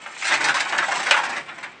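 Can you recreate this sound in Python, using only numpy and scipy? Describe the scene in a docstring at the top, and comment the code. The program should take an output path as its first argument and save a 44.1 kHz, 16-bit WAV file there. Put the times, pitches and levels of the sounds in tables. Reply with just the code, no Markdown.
"""A gritty metal scrape over quiet open air comes first, soon joined by many knocks and three short squeals.
A rusty corrugated roofing sheet is swung down onto another one and pushed along it, outdoors.
Its edge scrapes over the rust, catches and knocks on the ridges, slams flat once and rocks to rest.
Tiny random pushes ring a model of the sheet: dense ringing, longest at low pitches, and a few
steady-pitched tones. Squeals are gliding tones; the air is filtered noise."""
import sys
import numpy as np
from scipy import signal
from scipy.fft import rfft, irfft
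from scipy.io import wavfile

SR = 44100
rng = np.random.default_rng(int(sys.argv[2]) if len(sys.argv) > 2 else 0)


def unload_audio(sound):
    """Save the sound as a 16-bit wav file, at the path given as the first command line argument."""
    columns = np.transpose(np.atleast_2d(sound))
    # keep every value between -1 and 1, then stretch to whole-number steps
    steps = np.round(np.clip(columns, -1, 1) * 32767)
    wavfile.write(sys.argv[1], SR, steps.astype(np.int16))


N = 79380  # length in samples (1.8 s)

# Sliding over time: start_s, grind_level_db, rust_hiss_level_db, low_flexing_level_db
SLIDE_LEVELS = [(0, -43, -50.5, -64), (.14, -41.5, -46.5, -61.5), (.22, -34.5, -33, -73),
                (0.299, -30, -38.5, -45.5), (.36, -30, -41, -47.5), (0.431, -24, -32.5, -41),
                (.5, -34.5, -43.5, -41.5), (.6, -31, -35.5, -49), (.68, -32.5, -40, -49.5),
                (.8, -26, -42, -38), (.87, -34, -39, -49.5), (.98, -31, -34, -43.5), (1.1, -31, -39, -44.5),
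                (1.22, -28.5, -44, -49), (1.38, -33, -43, -43.5), (1.45, -43, -54, -51),
                (1.66, -40, -53, -52), (1.8, -53, -70.5, -54.5)]
# Knocks of sheet on sheet: start_s, body_level_db, clang_level_db, edge_level_db,
# favoured_pitch_hz, chatter_length_s, rise_s
KNOCKS = [(0.061, -37.5, -36, -67, 1370, 0.0071, 0.00053), (0.223, -51, -28.5, -36, 2110, 0.0093, 0.002),
          (0.244, -38.5, -32, -29, 1860, 0.016, 0.0024), (0.262, -42, -31.5, -28.5, 2020, 0.032, 0.0064),
          (0.296, -30, -26.5, -36, 2090, 0.031, 0.0059), (0.315, -28.5, -26, -28.5, 2020, 0.019, 0.0057),
          (0.336, -49, -26.5, -24.5, 2020, 0.017, 0.004), (0.4, -30.5, -31, -35, 1700, 0.035, 0.003),
          (0.442, -26.5, -32, -23.5, 1850, 0.015, 0.0016), (0.469, -25, -34.5, -30.5, 1540, 0.033, 0.0024),
          (0.486, -36, -21, -31.5, 1490, 0.018, 0.00059),
          (0.542, -29.5, -27.5, -27.5, 1050, 0.032, 0.00041),
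          (0.568, -37.5, -26.5, -42, 1160, 0.021, 0.0012), (0.597, -30.5, -29.5, -26, 1600, 0.011, 0.0026),
          (0.657, -30, -49, -51.5, 1360, 0.012, 0.001), (0.692, -40.5, -47, -34.5, 1550, 0.0065, 0.0013),
          (0.724, -24.5, -28, -38, 1570, 0.032, 0.00036), (0.781, -38, -28, -27.5, 1640, 0.0059, 0.0015),
          (0.785, -28.5, -22, -47, 1640, 0.0043, 0.0007), (0.822, -26, -28.5, -37, 1370, 0.014, 0.0052),
          (0.882, -26, -35.5, -40.5, 810, 0.017, 0.00027), (0.911, -25, -31, -32.5, 1620, 0.013, 0.0035),
          (0.947, -30, -32.5, -33.5, 990, 0.011, 0.0027), (0.992, -30, -37, -36, 1200, 0.008, 0.0027),
          (1.03, -49, -53, -32.5, 2440, 0.0084, 0.00233), (1.054, -30.5, -29.5, -35, 1730, 0.025, 0.0033),
          (1.084, -39, -50, -34.5, 2790, 0.016, 0.005), (1.1095, -20, -16, -19, 2780, 0.0063, 0.00017),
          (1.126, -26.5, -25, -34.5, 1390, 0.025, 0.0044), (1.165, -25.5, -23, -34.5, 1040, 0.032, 0.0013),
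          (1.232, -28.5, -31.5, -36.5, 930, 0.0078, 0.0043), (1.25, -34, -34.5, -36, 1090, 0.016, 0.0011),
          (1.291, -31.5, -53, -38, 1710, 0.012, 0.0036), (1.357, -38, -35.5, -39, 2060, 0.023, 0.0058),
          (1.48, -41, -39, -53, 2490, 0.014, 0.01), (1.578, -41, -42.5, -49, 1790, 0.011, 0.007),
          (1.628, -40.5, -34.5, -43, 1800, 0.015, 0.003)]
# Squeals where the edge sticks and slips evenly: start_s, length_s, first_pitch_hz, last_pitch_hz, level_db
SQUEALS = [(0.482, 0.066, 1585, 1470, -32), (0.541, 0.04, 993, 1144, -27.5),
           (0.884, 0.022, 826, 773, -29.5)]
# Strongest tones of the sheet, compared with each other: pitch_hz, level_db
STEADY_TONES = [(342, -5), (573, 19), (774, 12.5), (914, -1), (1202, -3.5), (1496, -16.5), (1556, 2.5),
                (1650, 9.5), (2097, -5.5), (2325, -13.5), (2595, -28.5), (2780, -21.5), (3180, -18),
                (3780, 17)]
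# How long the dense ringing takes to fall by 60 dB: pitch_hz, decay_s
DENSE_DECAY = [(200, 0.48), (800, 0.25), (2000, 0.12), (4000, 0.14), (9000, 0.059)]
# Tone colour of the grinding, rust hiss, flexing, knocks and open air: pitch_hz, relative_level_db
GRIND_COLOUR = [(250, -27.5), (480, -16.5), (720, -4.5), (1000, -4), (1600, 0), (2150, 3.5), (2700, -2.5),
                (3300, -34.5), (5000, -22)]
HISS_COLOUR = [(2000, -25), (3000, 7.5), (3800, 2), (4800, 0), (5900, 0), (6800, -1), (7600, 3.5),
               (8900, -6.5)]
FLEX_COLOUR = [(25, -23), (70, -25.5), (110, -12.5), (165, -2), (250, -4), (340, 3), (450, -3),
               (800, -21.5)]
KNOCK_COLOUR = [(40, -47), (150, -29), (330, -19), (490, -14.5), (590, -6.5), (900, 2.5), (1150, -0.5),
                (1550, 5.5), (2700, 0), (3200, -5.5), (5000, -13.5), (8800, -19.5)]
AIR_COLOUR = [(25, -11), (80, -13.5), (160, 0), (300, 0.5), (1000, 1), (2500, 0.5), (3300, -4),
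              (9000, -28.5)]
# Faint left-right difference made by filtering and delaying the middle: pitch_hz, level_db
SIDE_COLOUR = [(120, -15.5), (300, -28), (550, -22), (750, -47), (1600, -68), (2400, -62), (3400, -31),
               (5000, -19), (8500, -18)]
# Colour of the left-right difference in the air: pitch_hz, relative_level_db
WIDE_AIR_COLOUR = [(25, -2), (200, -16), (500, -12.5)]

# The ringing sheet
STEADY_TONE_DECAY_S, STEADY_TONE_DB = 0.14, -17  # time to fall 60 dB; level against the dense ringing
CRACK_DB, CRACK_S = -1, 0.0012  # extra dense ring in the first pass of the wave across the sheet
SPREAD_S = 0.0002  # bending waves arrive spread over about this time
# Sliding: average number of pushes per second
CATCHES_PER_S, GRAINS_PER_S = 500, 900
# Knocks
BODY_TOP_HZ, EDGE_BOTTOM_HZ = 1110, 4430  # the clang lies between body and edge
LEVEL_SPAN_S = 0.018  # the opening over which a knock's levels are set
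CHATTER_PER_S, CHATTER_DB = 1100, -4  # chatter strength before the levels are set
BLOW_DB, HARD_RISE_S = 8, 0.0022  # first blow on the same scale; slower contacts lose it
SPOT_DB, SPOT_Q = 5.5, 3.8  # lift and sharpness of the pitch that the struck spot favours
# Squeals, air, left-right difference and top
SQUEAL_ROUGHNESS = 0.027  # typical pitch wobble, as a fraction
AIR_DB, WIDE_AIR_DB = -48, -76
SIDE_LAG_S = 0.006
TOP_HZ = 9020


def undb(db):
    """Turn decibels into a multiplier."""
    return 10 ** (np.asarray(db) / 20)


def unit(x):
    """Scale a sound to an average (rms) strength of 1."""
    return x / np.sqrt(np.mean(x ** 2) + 1e-18)


def lookup(hz, table):
    """Read between table points, with pitch spaced in octaves as the ear hears it."""
    pitch, value = np.array(table, float).T
    return np.interp(np.log(np.maximum(hz, 1)), np.log(pitch), value)


def colour(x, table):
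    """Filter through pitch and level points, without any sound before its cause."""
    hz = np.maximum(np.fft.rfftfreq(4096, 1 / SR), 5)
    octaves_below = np.maximum(np.log2(table[0][0] / hz), 0)
    octaves_above = np.maximum(np.log2(hz / table[-1][0]), 0)
    level_db = lookup(hz, table) - 18 * (octaves_below + octaves_above)
    # Folding the cepstrum (transform of the log level) packs the response to the front.
    cepstrum = irfft(np.log(undb(level_db)))
    half = len(cepstrum) // 2
    cepstrum[1:half] *= 2
    cepstrum[half + 1:] = 0
    response = irfft(np.exp(rfft(cepstrum)))
    return signal.fftconvolve(x, response)[:len(x)]


def band(x, hz, kind):
    """Keep the low, middle or high part of a sound with a third-order filter."""
    return signal.sosfilt(signal.butter(3, hz, kind, fs=SR, output="sos"), x)


def add(out, start_s, x):
    """Mix a sound in at its start time."""
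    i = int(start_s * SR)
    out[i:i + len(x)] += x[:N - i]


def clicks(per_s, scatter_db, size):
    """Tiny impacts at random moments, pushing either way with uneven strength."""
    chance = rng.random(size)
    strength = np.clip(rng.standard_normal(size), -2, 2)
    sign = rng.choice([-1, 1], size)
    return (chance < per_s / SR) * sign * undb(scatter_db * strength)


def sheet():
    """Ring of a struck sheet: a crack, dense ringing, longest at low pitches, and a few steady-pitched tones."""
    t = np.arange(16384) / SR
    hz = np.fft.rfftfreq(len(t), 1 / SR)
    # Random noise stands for the dense ringing at a random spot; each pitch region fades at its own rate.
    spot = rfft(rng.standard_normal(len(t)))
    dense = np.zeros(len(t))
    centres, decays_s = np.array(DENSE_DECAY).T
    for share, decay_s in zip(np.eye(len(centres)), decays_s):
        region = irfft(spot * lookup(hz, np.c_[centres, share]))
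        dense += region * np.exp(-np.log(1000) * t / decay_s)
    dense *= 1 + undb(CRACK_DB) * np.exp(-t / CRACK_S)

    tones = np.zeros(len(t))
    for pitch_hz, level_db in STEADY_TONES:
        detuned_hz = pitch_hz * (1 + 0.0021 * rng.standard_normal())
        tones += undb(level_db) * np.sin(2 * np.pi * (detuned_hz * t + rng.random()))
    tones *= np.exp(-np.log(1000) * t / STEADY_TONE_DECAY_S)

    onset = 1 - np.exp(-t / SPREAD_S)
    return (unit(dense) + undb(STEADY_TONE_DB) * unit(tones)) * onset


def rub(per_s, scatter_db, table, count=12):
    """Stick-slip catches ring the sheet from a spot that travels along its edge."""
    force = clicks(per_s, scatter_db, size=N)
    place = np.linspace(0, count - 1, N)
    x = np.zeros(N)
    for k in range(count):
        nearness = np.sqrt(np.maximum(1 - abs(place - k), 0))  # fade from spot to spot
        x += signal.fftconvolve(force * nearness, sheet())[:N]
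    return unit(colour(x, table))


def slide():
    """The edge grinds over the ridges, rust grains hiss and the whole sheet flexes."""
    start_s, *levels_db = np.array(SLIDE_LEVELS).T
    t = np.arange(N) / SR
    grind, hiss, flex = (undb(np.interp(t, start_s, db)) for db in levels_db)
    return (grind * rub(CATCHES_PER_S, 5.2, GRIND_COLOUR)
            + hiss * rub(GRAINS_PER_S, 6, HISS_COLOUR)
            + flex * rub(CATCHES_PER_S, 4.9, FLEX_COLOUR))


def open_air():
    """Steady filtered noise: the middle and the left-right difference of quiet open air."""
    middle = undb(AIR_DB) * unit(colour(rng.standard_normal(N), AIR_COLOUR))
    side = undb(WIDE_AIR_DB) * unit(colour(rng.standard_normal(N), WIDE_AIR_COLOUR))
    return middle, side


def knocks():
    """Each contact is a blow and a swelling, fading chatter of the loose sheets against each other."""
    out = np.zeros(N)
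    for start_s, body_db, clang_db, edge_db, spot_hz, chatter_s, rise_s in KNOCKS:
        ring = sheet()
        t = np.arange(len(ring)) / SR
        pressure = (1 - np.exp(-t / rise_s)) * np.exp(-(t / chatter_s) ** 2)
        force = clicks(CHATTER_PER_S, 3.3, size=len(t)) * pressure * undb(CHATTER_DB)
        force[0] = undb(BLOW_DB) * np.exp(-(rise_s / HARD_RISE_S) ** 2)
        x = colour(signal.fftconvolve(force, ring)[:len(t)], KNOCK_COLOUR)
        favoured = signal.lfilter(*signal.iirpeak(spot_hz, SPOT_Q, fs=SR), x)
        x = x + (undb(SPOT_DB) - 1) * favoured

        body = band(x, BODY_TOP_HZ, "low")
        clang = -band(x, [BODY_TOP_HZ, EDGE_BOTTOM_HZ], "band")  # turned upside down
        edge = band(x, EDGE_BOTTOM_HZ, "high")
        # The opening counts most when each part is set to its level.
        weight = np.exp(-(t / LEVEL_SPAN_S) ** 2)
        for part, level_db in ((body, body_db), (clang, clang_db), (edge, edge_db)):
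            strength = np.sqrt(np.average(part ** 2, weights=weight))
            add(out, start_s, part * undb(level_db) / strength)
    return out


def squeals():
    """Metal rubbing on metal sticks and slips evenly, giving brief, rough gliding tones."""
    out = np.zeros(N)
    for start_s, length_s, first_hz, last_hz, level_db in SQUEALS:
        n = int(length_s * SR)
        waver = unit(band(rng.standard_normal(N), 450, "low"))[:n]
        hz = np.linspace(first_hz, last_hz, n) * (1 + SQUEAL_ROUGHNESS * waver)
        tone = np.sin(2 * np.pi * np.cumsum(hz) / SR)
        faded = tone * signal.windows.tukey(n, .5)  # soft start and end
        add(out, start_s, undb(level_db) * unit(faded))
    return out


def scene():
    """The sheets over quiet open air: a nearly central sound with a faint left-right difference."""
    metal = slide() + knocks() + squeals()
    air, wide_air = open_air()
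    lag = np.zeros(int(SIDE_LAG_S * SR))
    side_layer = np.r_[lag, colour(metal, SIDE_COLOUR)][:N]
    side = wide_air + side_layer
    return metal + air + side * np.array([[1], [-1]])  # added left, subtracted right


def record(dry):
    """The recorder cuts the top steeply."""
    return signal.sosfilt(signal.ellip(12, .2, 75, TOP_HZ, fs=SR, output="sos"), dry)


dry = scene()
out = record(dry)
unload_audio(out)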